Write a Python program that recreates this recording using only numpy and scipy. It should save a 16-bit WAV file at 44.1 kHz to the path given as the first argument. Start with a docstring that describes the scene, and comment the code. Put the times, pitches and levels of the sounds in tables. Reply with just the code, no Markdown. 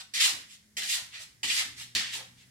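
"""A small hard-walled kitchen on two microphone ports: room tone and a faint low hum that climbs in pitch.
The tail of a light brush opens the take, then come four brisk strokes of stiff bristles, probably a broom.
Each lands with a slap, drags, swells and deepens as it lifts; a lighter brush follows on the way back.
Soft bumps come with the work. Rubs are showers of tiny flicks, slaps and bumps are decaying noise,
the hum is three sines; late in the take the direct sound swings to the centre."""
import sys
import numpy as np
from scipy import signal
from scipy.fft import rfft, irfft
from scipy.io import wavfile
from scipy.ndimage import map_coordinates

SR = 44100
rng = np.random.default_rng(int(sys.argv[2]) if len(sys.argv) > 2 else 0)


def int16_out(signal):
    """Quantize to a 16-bit WAV file."""
    q = np.round(np.clip(np.atleast_2d(signal).T, -1, 1) * 32767)
    wavfile.write(sys.argv[1], SR, q.astype(np.int16))


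N = 110250  # 2.5 s
T, HZ = np.arange(N) / SR, np.fft.rfftfreq(N, 1 / SR)


def amp(db):
    """Decibels to gain."""
    return 10 ** (np.asarray(db) / 20)


def unit(x):
    """Scales to rms 1."""
    return x / np.sqrt(np.mean(x ** 2) + 1e-20)


def read(points, hz):
    """Reads a table on a log-frequency axis."""
    f, value = np.transpose(points)
    return np.interp(np.log(hz + 1), np.log(f + 1), value)


def colour(x, gain):
    """Filters by a gain per frequency."""
    return irfft(rfft(x) * gain, N)


def hump(hz, centre_hz, octaves):
    """A bell of height 1 on a log-frequency axis."""
    return np.exp(-.5 * (np.log2((hz + 1) / centre_hz) / octaves) ** 2)


def shaped(x, envelope):
    """Lays an envelope on a noise, keeping the envelope's energy."""
    enveloped = x * envelope
    return enveloped * np.linalg.norm(envelope) / np.linalg.norm(enveloped)


# Colour of the room tone, relative: [frequency_hz, density_db (per Hz)]
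FLOOR_COLOUR = [(20, -22), (60, -4), (110, -3), (220, -6), (340, -14.5), (650, -22), (1300, -24.5),
                (1950, -12), (2600, -24), (5000, -17.5), (10000, -20.5), (15000, -29.5)]
# Likeness of the room tone at the two ears: [frequency_hz, likeness (0 to 1)]
EAR_LIKENESS = [(60, 0.72), (250, 0.72), (640, 0.48), (1400, 0)]
FLOOR_START_DB, FLOOR_RISE_DB_PER_S = -66.5, 1.5


def room_tone():
    """Slowly growing noise: the faint rumble is partly alike in both ears, the hiss is wide."""
    first, second = rng.standard_normal((2, N))
    same = np.clip(read(EAR_LIKENESS, HZ), -1, 1)
    other_ear = colour(first, same) + colour(second, np.sqrt(1 - same ** 2))
    tone = unit(colour(np.array([first, other_ear]), amp(read(FLOOR_COLOUR, HZ))))
    return amp(FLOOR_START_DB + FLOOR_RISE_DB_PER_S * T) * tone


# Path of the hum: [time_s, pitch_hz, level_db, level_at_1.5_times_pitch_db, octave_level_db]
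HUM_PATH = [(0, 103.1, -80, -94, -80.5), (.55, 103.3, -80.5, -85, -75.5), (0.821, 107.8, -76.5, -78.5, -67),
            (1.199, 111.9, -76.5, -108, -90), (1.698, 120, -63, -83, -73.5), (2.2, 122.5, -65, -68.5, -80),
            (2.5, 126.6, -68.5, -75, -75)]
HUM_WAVER_DB = 1  # rms


def hum():
    """A faint low hum, perhaps a distant motor: three wavering sines slowly rise in pitch together."""
    s, pitch_hz, *levels_db = np.transpose(HUM_PATH)
    turns = np.cumsum(np.interp(T, s, pitch_hz)) / SR
    out = 0
    for multiple, db in zip((1, 3 / 2, 2), levels_db):
        waver = unit(colour(rng.standard_normal(N), np.exp(-HZ / 6)))
        level = amp(np.interp(T, s, db) + HUM_WAVER_DB * waver)
        sine = np.sin(2 * np.pi * (multiple * turns + rng.random()))
        out = out + level * np.sqrt(2) * sine
    return out


# Decay of the kitchen: [frequency_hz, time_to_fall_60_db_s]
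KITCHEN_DECAY = [(100, 0.52), (500, 0.35), (1500, 0.48), (1950, 0.45), (2400, 0.42), (4000, 0.4),
                 (9000, 0.37), (15000, 0.36)]
EARLY_DB, EARLY_S = 4, 0.013  # extra early reflections and how fast they fade


def kitchen(x):
    """Dense early reflections and a short tail off hard walls, different at each ear."""
    t = T[:SR * 3 // 4]
    sparse = rng.random((2, len(t))) < .2
    taps = rng.standard_normal((2, len(t))) * sparse * (t > .001)
    early = 1 + amp(EARLY_DB) * np.exp(-t / EARLY_S)
    hz, frame_s, z = signal.stft(taps * early, SR, nperseg=256)
    decay = np.exp(-np.log(1000) * frame_s / read(KITCHEN_DECAY, hz)[:, None])
    tail = signal.istft(z * decay, SR, nperseg=256)[1]
    tail = tail / np.linalg.norm(tail, axis=1, keepdims=True)
    return signal.fftconvolve(x[None], tail, axes=1)[:, :N]


PATH_CHANGE_S = .01  # time from one reflection pattern to the next


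def moving_in_kitchen(x, count=10):
    """The bristles travel, so the sound fades from one reflection pattern to the next, in a cycle."""
    place = T / PATH_CHANGE_S
    out = 0
    for k in range(count):
        away = abs((place - k + count / 2) % count - count / 2)
        out = out + kitchen(x * np.cos(np.pi / 2 * np.minimum(away, 1)))
    return out


# Soft bumps, levels before the rise and the room: [start_s, level_db, decay_s, centre_hz]
SOFT_BUMPS = [(0.159, -62.5, 0.033, 238), (0.316, -57.5, 0.064, 309), (.33, -55, 0.039, 101),
              (.772, -56.5, 0.076, 744), (0.774, -59, 0.042, 410), (1.022, -57.5, 0.022, 100),
              (1.201, -63, 0.029, 620), (1.431, -46.5, 0.021, 880), (1.437, -53.5, 0.059, 340),
              (1.442, -54, 0.055, 160), (1.629, -59, 0.18, 99), (1.64, -63, 0.11, 317),
              (1.952, -47.5, 0.048, 158), (1.954, -52.5, 0.049, 390), (1.955, -55.5, 0.054, 726),
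              (2.147, -58, 0.04, 387), (2.151, -51, 0.026, 857)]
BUMP_RISE_S, BUMP_LOW_HZ = 0.0027, 56
BUMP_WIDTH_HZ, BUMP_WIDTH_SHARE = 86, 0.047  # the half width grows with the centre


def bump(start, db, decay, hz):
    """A dull, pitchless knock: a band of noise that rises fast and dies away."""
    t = np.maximum(T - start, 0)
    half_width_hz = BUMP_WIDTH_HZ + BUMP_WIDTH_SHARE * hz
    band = 1 / (1 + ((HZ - hz) / half_width_hz) ** 4)
    band = band / (1 + (BUMP_LOW_HZ / (HZ + 1)) ** 4)
    envelope = (1 - np.exp(-t / BUMP_RISE_S)) * np.exp(-t / decay)
    return amp(db) * shaped(colour(rng.standard_normal(N), band), envelope)


# Colour of the rasp, relative: [frequency_hz, level_db]
RASP_COLOUR = [(200, -25), (500, -4), (900, -6), (1450, -8), (1900, -1.5), (2400, -2.5), (3700, 2),
               (4800, -1.5), (6000, -3.5), (8000, -5.5), (11000, -13.5), (14000, -20), (16000, -29.5)]
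# Resonances of the bristles and what they rub: [centre_hz, width_hz, boost_db]
RUB_RESONANCES = [(897, 250, 2.5), (1180, 90, 0), (2000, 200, 2.5), (3880, 130, -2), (4190, 40, -3)]


def rasp_db(hz):
    """Spectrum of rubbed bristles with its resonances."""
    peaks = sum(db / (1 + (2 * (hz - f) / width) ** 2) for f, width, db in RUB_RESONANCES)
    return read(RASP_COLOUR, hz) + peaks


EDGE_ORDER, LEAK_DB = 3.8, -27


def low_edge(hz, edge_hz):
    """Steep roll-off under the edge, with a little leakage."""
    return 1 / np.sqrt(1 + (edge_hz / (hz + 1)) ** (2 * EDGE_ORDER)) + amp(LEAK_DB)


FLICKS_PER_S, FLICK_SPREAD_DB, HISS_SHARE = 9000, 3.4, .5
# a broad resonance rides just above the low edge
SCRAPE_DB, SCRAPE_RATIO, SCRAPE_OCT = 1, 1.58, 0.32


def rub(curve):
    """Thousands of bristle flicks a second whose strength and colour follow the stroke."""
    s, db, bright, edge_hz = np.transpose(curve)
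    sizes = amp(FLICK_SPREAD_DB * np.minimum(rng.exponential(1, N), 5))
    flicks = sizes * rng.choice([-1., 1.], N) * (rng.random(N) < FLICKS_PER_S / SR)
    source = unit(flicks) + HISS_SHARE * rng.standard_normal(N)
    hz, t, z = signal.stft(source, SR, nperseg=512)
    hz, edge = hz[:, None], np.interp(t, s, edge_hz)
    tilt_db = np.interp(t, s, bright) * np.log2((hz + 500) / 4000)
    scrape_db = SCRAPE_DB * hump(hz, SCRAPE_RATIO * edge, SCRAPE_OCT)
    gain = amp(rasp_db(hz) + tilt_db + scrape_db) * low_edge(hz, edge)
    # even out each moment, so that colour does not change the level
    gain = gain / np.sqrt(np.mean(gain ** 2, axis=0))
    rasp = signal.istft(z * gain, SR, nperseg=512)[1][:N]
    touching = (T >= s[0]) * (T <= s[-1])
    return unit(rasp) * amp(np.interp(T, s, db)) * touching


# Light brushes between strokes, peak levels before the room:
# [start_s, length_s, level_db, brightness_db_per_octave, low_edge_at_start_hz, low_edge_at_end_hz]
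LIGHT_BRUSHES = [(-.06, 0.081, -37, -0.5, 1090, 800), (0.475, 0.09, -50.5, 1.5, 1730, 1200),
                 (1.115, 0.079, -41.5, -5, 1760, 1560), (1.183, 0.061, -43, 1.5, 1220, 790),
                 (1.759, 0.091, -40.5, 1, 1500, 1110), (2.355, 0.096, -57.5, -2.5, 1850, 1400)]
BRUSH_ARCH = 0.77  # power of the sine arch


def brush(start, length, db, bright, from_hz, to_hz):
    """A light rub that swells and fades in one arch while it deepens."""
    u = np.linspace(.01, .99, 25)
    arch_db = BRUSH_ARCH * 20 * np.log10(np.sin(np.pi * u))
    edge_hz = from_hz * (to_hz / from_hz) ** u
    return rub(np.transpose([start + length * u, db + arch_db, bright + 0 * u, edge_hz]))


# Slaps and snaps of the bristles, levels before the low cut and the room:
# [start_s, level_db, decay_s, ring_hz, ring_boost_db]
BRISTLE_SLAPS = [(.1375, -32.5, 0.0082, 4500, 24), (0.768, -26, 0.0026, 1948, 19),
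                 (.818, -27.5, 0.0069, 1770, 9.5), (.834, -24.5, 0.0025, 2560, 10),
                 (1.4325, -20.5, 0.0035, 2860, 6), (1.501, -21, 0.0029, 2503, 24),
                 (1.951, -14.5, 0.0019, 4300, 3), (1.956, -23, 0.025, 4640, 6.5),
                 (2.134, -27, 0.006, 3300, 4)]
SLAP_RING_OCT, SLAP_EDGE_HZ = .14, 1650


def slap(start, db, decay, ring_hz, ring_db, dull_hz=6000):
    """Many bristles strike at once and ring briefly: decaying noise with one boosted band."""
    t = np.maximum(T - start, 0)
    ring = ring_db * hump(HZ, ring_hz, SLAP_RING_OCT)
    gain = amp(rasp_db(HZ) + ring) / np.hypot(1, HZ / dull_hz)
    crack = shaped(colour(rng.standard_normal(N), gain), (t > 0) * np.exp(-t / decay))
    low_cut = signal.butter(3, SLAP_EDGE_HZ, "high", fs=SR, output="sos")
    return amp(db) * signal.sosfilt(low_cut, crack)


# One curve per stroke, levels before the room:
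# [time_s, level_db, brightness_db_per_octave, low_edge_hz]
BROOM_STROKES = [
    [(.137, -30.5, 0, 1600), (.195, -30.5, -2, 1460), (.208, -19.5, 0, 1570), (.225, -23.5, 1, 1470),
     (.252, -20.5, 0, 1210), (.272, -25.5, 3, 830), (.295, -34.5, 1, 735), (.338, -50, 3, 400),
     (.37, -59.5, -21, 300)],
    [(.768, -28, 1, 1370), (.81, -40.5, 0, 1500), (.88, -34, 2, 1570), (.902, -26.5, 2.5, 1580),
     (.94, -28.5, 2.5, 1500), (.97, -34, 1, 970), (.99, -47.5, -6, 552), (1.04, -81, 9, 392)],
    [(1.431, -28, -1, 1250), (1.465, -35.5, 0, 1500), (1.495, -27, -3.5, 1840), (1.54, -30.5, 1.5, 1580),
     (1.588, -26, 0, 1280), (1.62, -35.5, -1, 694), (1.64, -54, -5, 554), (1.68, -65, 9, 399)],
    [(1.95, -36, -1, 1360), (1.995, -32, -1.5, 1230), (2.05, -38.5, -6.5, 1670), (2.11, -44.5, -2.5, 1820),
     (2.14, -34, -0.5, 1600), (2.17, -39, 3.5, 736), (2.22, -54.5, -10.5, 480)],
]


def bristle_work():
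    """The strokes, the lighter brushes between them and the slaps, close and without the room."""
    strokes = sum(rub(curve) for curve in BROOM_STROKES)
    brushes = sum(brush(*row) for row in LIGHT_BRUSHES)
    return strokes + brushes + sum(slap(*row) for row in BRISTLE_SLAPS)


# The direct sound swings to the centre as the microphone turns: [time_s, left_ear_lag_s]
LEFT_EAR_LAG = [(1.5, .00039), (1.9, 0)]
DIRECT_DB, BUMP_ROOM_DB = -6, -8  # direct bristles; reflections of the bumps


def scene():
    """Bristles and bumps in the kitchen, over hum and room tone."""
    background = room_tone() + hum()
    bumps = sum(bump(*row) for row in SOFT_BUMPS)
    bumps_in_room = bumps + amp(BUMP_ROOM_DB) * kitchen(bumps)
    bristles = bristle_work()
    lag_s = np.interp(T, *np.transpose(LEFT_EAR_LAG))
    left = map_coordinates(bristles, [(T - lag_s) * SR])
    broom = amp(DIRECT_DB) * np.array([left, bristles]) + moving_in_kitchen(bristles)
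    return background + bumps_in_room + broom


# Colour difference of the two microphone ports: [frequency_hz, left_minus_right_db]
PORT_BALANCE = [(100, 1), (500, 2.5), (1900, -0.5), (4200, 0.5), (6200, -2), (7200, 3), (8300, -3),
                (11000, -3.5), (15000, -1.5)]
CUTOFF_HZ = 16000


def record(dry):
    """The two microphone ports differ in colour; then the band limit."""
    tilt_db = read(PORT_BALANCE, HZ) / 2
    heard = colour(dry, amp([tilt_db, -tilt_db]))
    band_limit = signal.firwin(511, CUTOFF_HZ, window=("kaiser", 9), fs=SR)
    return signal.oaconvolve(heard, band_limit[None], "same")


dry = scene()
out = record(dry)
int16_out(out)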